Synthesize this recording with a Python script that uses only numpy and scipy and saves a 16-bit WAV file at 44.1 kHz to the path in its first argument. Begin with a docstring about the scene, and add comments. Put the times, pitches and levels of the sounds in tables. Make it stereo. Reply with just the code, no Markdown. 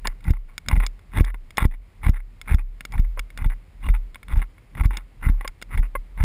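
"""A horse trots along a sandy track, heard through a cased camera strapped to the rider.
A faint outdoor hush is there from the start; almost at once plastic parts rub, tick and creak.
The sand swallows the hooves, so each stride arrives through the body as a jolt: the case slides in its
mount, bumps with a dull shudder, slips, bumps again, swings out on its strap and slides back.
Fourteen strides pass in this way, and a last short creak follows the thirteenth."""
import sys
import numpy as np
from scipy import signal
from scipy.fft import rfft, irfft
from scipy.io import wavfile
from scipy.ndimage import uniform_filter1d

SR = 44100
rng = np.random.default_rng(int(sys.argv[2]) if len(sys.argv) > 2 else 0)


def put_to_file(sound):
    """Save the sound as 16-bit audio at rate SR, in the file named by the first command-line argument."""
    columns = np.atleast_2d(sound).T  # one column per channel
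    safe = np.clip(columns, -1, 1)
    whole_steps = np.round(safe * 32767)
    wavfile.write(sys.argv[1], SR, whole_steps.astype(np.int16))


N = 275184
TIME = np.arange(N) / SR

# Noise spectra of the outdoors, the mount's rumble and the sound that parts the channels:
# frequency_hz, relative_density_db
HUSH_SPECTRUM = [(25, -13), (52, 26), (100, 20.5), (200, 9.5), (400, 3), (700, -2), (1150, -2.5),
                 (1600, -6), (2150, -1), (2700, -7.5), (3600, -11.5), (4400, -12.5), (5100, -13.5),
                 (6000, -20.5)]
SHUDDER_SPECTRUM = [(30, -24.5), (70, 4), (110, -0.5), (200, -6), (280, -12), (420, -31.5), (800, -30),
                    (2000, -48.5)]
SIDE_SPECTRUM = [(40, -18), (110, -13.5), (210, -5.5), (400, -1.5), (900, -7), (2500, -12.5), (6000, -24)]
# Resonances of the case: centre_hz, width_hz, rubbed_db, tapped_db
CASE_MODES = [(197, 180, -8, -12), (480, 720, -14, -17), (878, 151, -2, -39), (1083, 133, -1.5, -17),
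              (1390, 248, -4.5, -6.5), (1795, 540, -7.5, -7.5), (2018, 180, -0.5, -52),
              (2197, 150, -2, 3.5), (2436, 270, -9.5, -13), (2810, 203, -13.5, -8), (3512, 472, -18, -1.5),
              (4130, 670, -35, -12), (5056, 615, -33.5, -1.5)]
# The case slides back as the rider rises: start_s, length_s, level_db, snap_energy_db
BACK_SLIDES = [(.046, 0.031, -33, -20), (0.3363, .03, -54, -17.5), (0.8016, 0.056, -38, -5.5),
               (1.24, 0.063, -41.5, -28), (1.712, 0.036, -50.5, -26), (2.134, 0.07, -47, -26.5),
               (2.585, 0.025, -45.5, -18), (3.043, 0.017, -51.5, -33), (3.5, 0.028, -43, -18),
               (3.94, .02, -39, -13.5), (4.418, 0.019, -37.5, -10.5), (4.9083, 0.079, -43, -8.5),
               (5.4102, 0.08, -50.5, -8.5), (5.828, 0.025, -43, -31)]
# The case brushes its mount between slides: start_s, length_s, level_db
LIGHT_BRUSHES = [(0.084, 0.041, -54), (.48, 0.054, -58.5), (3.803, .03, -54), (4.382, 0.023, -43.5),
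                 (4.983, 0.042, -57.5), (5.313, 0.09, -59.5)]
# Plastic parts catch and let go: start_s, energy_db, hardness (0 soft, about 1 hard)
PLASTIC_TICKS = [(0.0553, -2, 0.01), (0.0722, 2, 0.97), (.2067, -30, 0.7), (.2419, -24.5, 0.7),
                 (0.5802, -4, 0.9), (.662, -22, 0.5), (0.6855, 2.5, 0.82), (.713, 1, 0), (.836, -6, 0.02),
                 (0.8651, -3, 1.03), (0.9926, -30, .57), (1.174, -10.5, 0.4), (1.2484, -16.5, 1),
                 (1.344, -14, 0.02), (1.5066, -19, 0.78), (1.5717, -4, 1), (1.5812, 9, 0.17),
                 (2.033, -15.5, 0), (2.066, -5.5, 0.2), (2.4145, -12, 0.82), (2.8077, -10, 0.47),
                 (2.8519, -7.5, 0.73), (2.9222, -17.5, 0.65), (3.1937, -3, 0.72), (3.3037, -21, 0.7),
                 (3.3755, -10.5, 0.65), (3.4444, -8.5, 0), (3.888, -6, 0), (4.1458, -17.5, 0.53),
                 (4.1571, -13, 0.23), (4.2303, -17.5, .55), (4.2834, -17.5, 0.37), (4.5814, -26.7, 0.2),
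                 (4.7518, -17, 0), (4.9709, -5, 1), (5.4474, -10, 0), (5.4775, -4, 0.98),
                 (5.616, -17.5, 0.6), (5.6244, -8.5, 0.79), (5.7761, -6, 0.2)]
# The mount creaks and nudges the strap: start_s, length_s, level_db, slip_rate_hz, swing_db
MOUNT_CREAKS = [(0.058, 0.011, -40, 500, -22), (1.341, 0.02, -49.5, 480, -46),
                (3.174, .0175, -38, 516, -24.5), (3.191, 0.012, -44, 620, -35),
                (5.45, 0.00875, -31, 590, -25), (5.9528, 0.0098, -23, 530, -25)]
# Resonances of the mount's clip: frequency_hz, relative_level_db, t60_s
CLIP_MODES = [(540, 1, 0.0071), (1080, 2.5, 0.025), (1490, 10.5, 0.0041), (2060, 0, 0.042),
              (2700, -46, 0.0043), (3530, -30, .006)]
# One jolt a stride: landing_s, bump_gap_s, first_bump_db, landing_bump_db, contact_ms,
# shudder_db, swing_db, swing_decay_db_per_s, slide_start_s, slide_db
STRIDE_JOLTS = [(.307, 0.025, -12.5, -5, 1.02, -28, -21, 118, .246, -40.5),
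                (.777, 0.045, -5.5, -13, 0.98, -29.5, -12, 167, .693, -34.5),
                (1.209, .026, -8.5, -2.5, 0.56, -22.5, -17, 108, 1.1355, -31.5),
                (1.654, 0.028, -9, -3.5, 0.59, -30, -20, 127, 1.584, -29.5),
                (2.095, 0.027, -7.5, -3.5, 1.1, -28, -17.5, 130, 2.032, -34.5),
                (2.546, 0.028, -8, -4, 1.38, -27.5, -18.5, 95, 2.476, -33.5),
                (2.997, 0.039, -18.5, -8, 1.65, -34.5, -13.5, 139, 2.924, -39),
                (3.462, 0.04, -17, -12.5, 1, -36, -13.5, 222, 3.383, -42),
                (3.902, 0.035, -15, -10, 2.4, -33.5, -12, 144, 3.8347, -39.5),
                (4.374, 0.037, -9.5, -10.5, 3.1, -32.5, -14, 268, 4.295, -40),
                (4.858, 0.047, -9, -5.5, 1.54, -31.5, -15.5, 153, 4.772, -34.5),
                (5.299, 0.03, -6.5, -9, 1.06, -30, -13.5, 120, 5.225, -34.5),
                (5.794, 0.043, -13, -12.5, 2.53, -35, -13, 216, 5.708, -38.5),
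                (6.236, 0.026, -7.5, -7, 2.3, -32.5, -14, 144, 6.176, -37)]


def amp(db):
    """Decibels to amplitude ratio."""
    return 10 ** (np.asarray(db) / 20)


def unit_rms(x):
    """Normalises a signal to unit mean power."""
    return x / np.sqrt(np.mean(x ** 2) + 1e-20)


def add(mix, start_s, sound):
    """Superposes a sound on the mix."""
    part = mix[max(round(start_s * SR), 0):][:len(sound)]
    part += sound[:len(part)]


def noise(spectrum):
    """Spectral shaping of white noise, at unit rms."""
    hz, db = np.transpose(spectrum)
    shape = amp(np.interp(np.log(np.fft.rfftfreq(N, 1 / SR) + 1), np.log(hz), db))
    return unit_rms(irfft(rfft(rng.standard_normal(N)) * shape, N))


def drift(rate_hz):
    """Low-passed noise: a slow random fluctuation at unit rms."""
    shape = np.exp(-(np.fft.rfftfreq(N, 1 / SR) / rate_hz) ** 2)
    return unit_rms(irfft(rfft(rng.standard_normal(N)) * shape, N))


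def hush(level_db=-52, threshold_db=-8, dip_per_db=1.5, deepest_db=8, lag_s=0.089, width_s=0.098):
    """Transmission through the closed case colours the outdoor noise; it dips after hard landings."""
    dip_db = np.zeros(N)
    for landing_s, _, _, bump_db, *_ in STRIDE_JOLTS:
        depth_db = np.clip(dip_per_db * (bump_db - threshold_db), 0, deepest_db)
        dip_db += depth_db * np.exp(-((TIME - landing_s - lag_s) / width_s) ** 2)
    return amp(level_db - dip_db) * noise(HUSH_SPECTRUM)


def strap_swing(pitch_hz=36, waver=0.11, rest_db=-59, build_db_per_s=215,
                landing_lag_s=0.01388, creak_lag_s=0.029, creak_decay_db_per_s=240):
    """Damped oscillation on the springy strap: a faint rocking swells after each landing or creak."""
    kicks = [(s + landing_lag_s, db, decay) for s, *_, db, decay, _, _ in STRIDE_JOLTS]
    kicks += [(s + creak_lag_s, db, creak_decay_db_per_s) for s, *_, db in MOUNT_CREAKS]
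    phase = 2 * np.pi * np.cumsum(pitch_hz * (1 + waver * drift(rate_hz=9))) / SR
    out = amp(rest_db) * np.sin(phase)
    for peak_s, db, decay_db_per_s in kicks:
        near = abs(TIME - peak_s) < 0.5
        t = TIME[near] - peak_s
        envelope = amp(db - np.maximum(-build_db_per_s * t, decay_db_per_s * t))
        out[near] += envelope * np.cos(phase[near] - np.interp(peak_s, TIME, phase))
    return np.sqrt(2) * out  # the levels are rms


def case_ring(hardness, scatter_db, size=2048):
    """Impulse response of the case, at unit energy; each contact point weights the modes differently."""
    centre_hz, width_hz, rubbed_db, tapped_db = np.transpose(CASE_MODES)
    db = rubbed_db + hardness * (tapped_db - rubbed_db) + scatter_db * rng.standard_normal(len(centre_hz))
    hz = abs(np.fft.fftfreq(size, 1 / SR))[:, None]
    power = (amp(db) ** 2 / (1 + ((hz - centre_hz) / width_hz) ** 2) ** 4).sum(1)
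    log_gain = 0.5 * np.log(power + 1e-8)
    ring = np.fft.ifft(np.exp(np.conj(signal.hilbert(log_gain)))).real  # minimum phase, hence causal
    return ring / np.linalg.norm(ring)


def snap(energy_db, hardness, grit=0.15, hard_s=0.0019, soft_s=0.0034):
    """Impulse excitation with brief chatter: harder snaps are shorter and reach the case's upper modes."""
    t = np.arange(SR // 60) / SR
    chatter_s = np.interp(hardness, [0, 1], [soft_s, hard_s])
    force = grit * rng.standard_normal(len(t)) * np.exp(-t / chatter_s)
    force[0] += 1
    tick = signal.fftconvolve(force, case_ring(hardness, scatter_db=0.5))
    return amp(energy_db) * tick / np.linalg.norm(tick)


def slides(creep_s=0.026, slip_share=0.46):
    """Motion of case against mount: start_s, length_s, level_db, swell_db, throb_db, snap_energy_db."""
    no_snap = -np.inf
    rows = [(s, length_s, db, -2, 5, snap_db) for s, length_s, db, snap_db in BACK_SLIDES]
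    rows += [(s, length_s, db, -3, 0, no_snap) for s, length_s, db in LIGHT_BRUSHES]
    for landing_s, gap_s, *_, start_s, db in STRIDE_JOLTS:
        slide_s = max(landing_s - gap_s - start_s, 0.01)
        slip_s = slip_share * gap_s
        rows += [(start_s - creep_s, creep_s, db - 21, 12, 0, no_snap),  # creeps
                 (start_s, slide_s, db, 6, 1, db + 17),  # slides ever harder into the first bump
                 (landing_s - slip_s, slip_s, db - 2, -9, 0, db + 21)]  # slips before the second
    return rows


def rubs(slips_per_s=1100, spread_db=4.5, uneven_db=3, rise_s=0.0029, fall_s=0.0049, throb_hz=28):
    """Stick-slip friction: the case breaks free, often with a snap, and tiny irregular slips ring it."""
    out = np.zeros(N)
    sizes = amp(spread_db * np.minimum(rng.exponential(1, N), 3)) * rng.choice([-1, 1], N)
    slips = unit_rms(sizes * (rng.random(N) < slips_per_s / SR))
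    friction = (slips + 0.4 * rng.standard_normal(N)) * amp(uneven_db * drift(rate_hz=91))
    for start_s, length_s, db, swell_db, throb_db, snap_db in slides():
        force = friction[max(round(start_s * SR), 0):][:round((length_s + 0.03) * SR)]
        t = np.arange(len(force)) / SR
        pressure = (1 - np.exp(-t / rise_s)) * np.exp(-np.maximum(t - length_s, 0) / fall_s)
        pressure *= amp(swell_db * np.minimum(t / length_s, 1))
        pressure *= amp(throb_db * np.cos(2 * np.pi * throb_hz * t))
        rub = signal.fftconvolve(force * pressure, case_ring(hardness=0, scatter_db=3.5))
        add(out, start_s, amp(db) * rub * np.sqrt(length_s * SR) / np.linalg.norm(rub))
        add(out, start_s, snap(snap_db, hardness=0))
    return out


def ticks(below_bump_db=11):
    """Free vibration of the case, set off as plastic parts let go and by each landing bump."""
    out = np.zeros(N)
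    for start_s, energy_db, hardness in PLASTIC_TICKS:
        add(out, start_s, snap(energy_db, hardness))
    for landing_s, _, _, bump_db, *_ in STRIDE_JOLTS:
        add(out, landing_s, snap(bump_db - below_bump_db, hardness=0.76))
    return out


def creaks(jitter=0.078, fade_db=-9, contact_s=0.00007):
    """Relaxation oscillation: a few slips fall nearly into step, each ringing the clip of the mount."""
    out, t = np.zeros(N), np.arange(SR // 20) / SR
    ring = sum(amp(db - 60 * t / t60_s) * np.sin(2 * np.pi * hz * t) for hz, db, t60_s in CLIP_MODES)
    ring = np.convolve(ring, signal.windows.gaussian(21, contact_s * SR))  # contact time dulls the treble
    for start_s, length_s, db, slip_rate_hz, _ in MOUNT_CREAKS:
        gaps_s = (1 + jitter * rng.standard_normal(20)) / slip_rate_hz
        slips_s = np.cumsum(gaps_s) - gaps_s[0]
        creak = np.zeros(SR // 10)
        for slip_s in slips_s[slips_s < length_s]:
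            add(creak, slip_s, amp(fade_db * slip_s / length_s) * ring)
        add(out, start_s, amp(db) * creak * np.sqrt(length_s * SR) / np.linalg.norm(creak))
    return out


def shudder(width_gaps=1.326, lead_gaps=0.68):
    """Forced vibration: a stride's weight passes through the mount as a rumble between the two bumps."""
    envelope = sum(amp(db) * np.exp(-((TIME - landing_s + lead_gaps * gap_s) / (width_gaps * gap_s)) ** 2)
                   for landing_s, gap_s, _, _, _, db, *_ in STRIDE_JOLTS)
    return envelope * noise(SHUDDER_SPECTRUM)


def bumps(pitch_hz=54, t60_s=0.058, first_stretch=1.5):
    """A heavily damped resonator, the mount, takes two pushes a stride; the first is longer, so duller."""
    out, t = np.zeros(N), np.arange(SR // 6) / SR
    ring = amp(-60 * t / t60_s) * np.cos(2 * np.pi * pitch_hz * t)
    push_ms = 1000 * np.arange(-600, 600) / SR
    for landing_s, gap_s, first_db, landing_db, contact_ms, *_ in STRIDE_JOLTS:
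        pair = (landing_s - gap_s, first_db, contact_ms * first_stretch), (landing_s, landing_db, contact_ms)
        for peak_s, db, width_ms in pair:
            push = 1 / np.cosh(np.pi / 2 * push_ms / width_ms)
            bump = signal.fftconvolve(push, ring)
            add(out, peak_s - np.argmax(bump) / SR, -amp(db) * bump / bump.max())
    return out


def scene(imbalance_db=-20, side_db=-47, rejoin_s=0.051, hiss_db=-77):
    """Mid-side stereo, nearly mono: the channels part briefly after each landing, over a faint hiss."""
    middle = hush() + strap_swing() + rubs() + ticks() + creaks() + shudder() + bumps()
    parting = sum(amp(bump_db) * (TIME > landing_s) * np.exp(-abs(TIME - landing_s) / rejoin_s)
                  for landing_s, _, _, bump_db, *_ in STRIDE_JOLTS)
    parting = uniform_filter1d(parting, size=300)
    imbalance = amp(imbalance_db) * drift(rate_hz=10) * middle
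    side = parting * (imbalance + amp(side_db) * noise(SIDE_SPECTRUM))
    side += amp(hiss_db) * noise([(100, -6), (3500, -3.5), (6000, -4), (8000, -39)])
    return np.array([middle + side, middle - side])


def record(dry, low_cut_hz=12, hold_hz=12000, band_limit_hz=15450):
    """Spectral imaging: sample-and-hold at a low rate mirrors the sound into a glassy treble."""
    dry = signal.sosfilt(signal.butter(1, low_cut_hz, "high", fs=SR, output="sos"), dry)
    baseband = signal.oaconvolve(dry, signal.firwin(255, hold_hz / 2, fs=SR)[None], "same")
    mirrored = baseband * (1 + 2 * np.cos(2 * np.pi * hold_hz * TIME))
    hold_droop = np.sinc(np.fft.rfftfreq(N, 1 / SR) / hold_hz)
    held = irfft(rfft(mirrored) * hold_droop, N)
    low_pass = signal.firwin(141, band_limit_hz, window=("kaiser", 9), fs=SR)
    return signal.oaconvolve(held, low_pass[None], "same")


dry = scene()
out = record(dry)
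put_to_file(out)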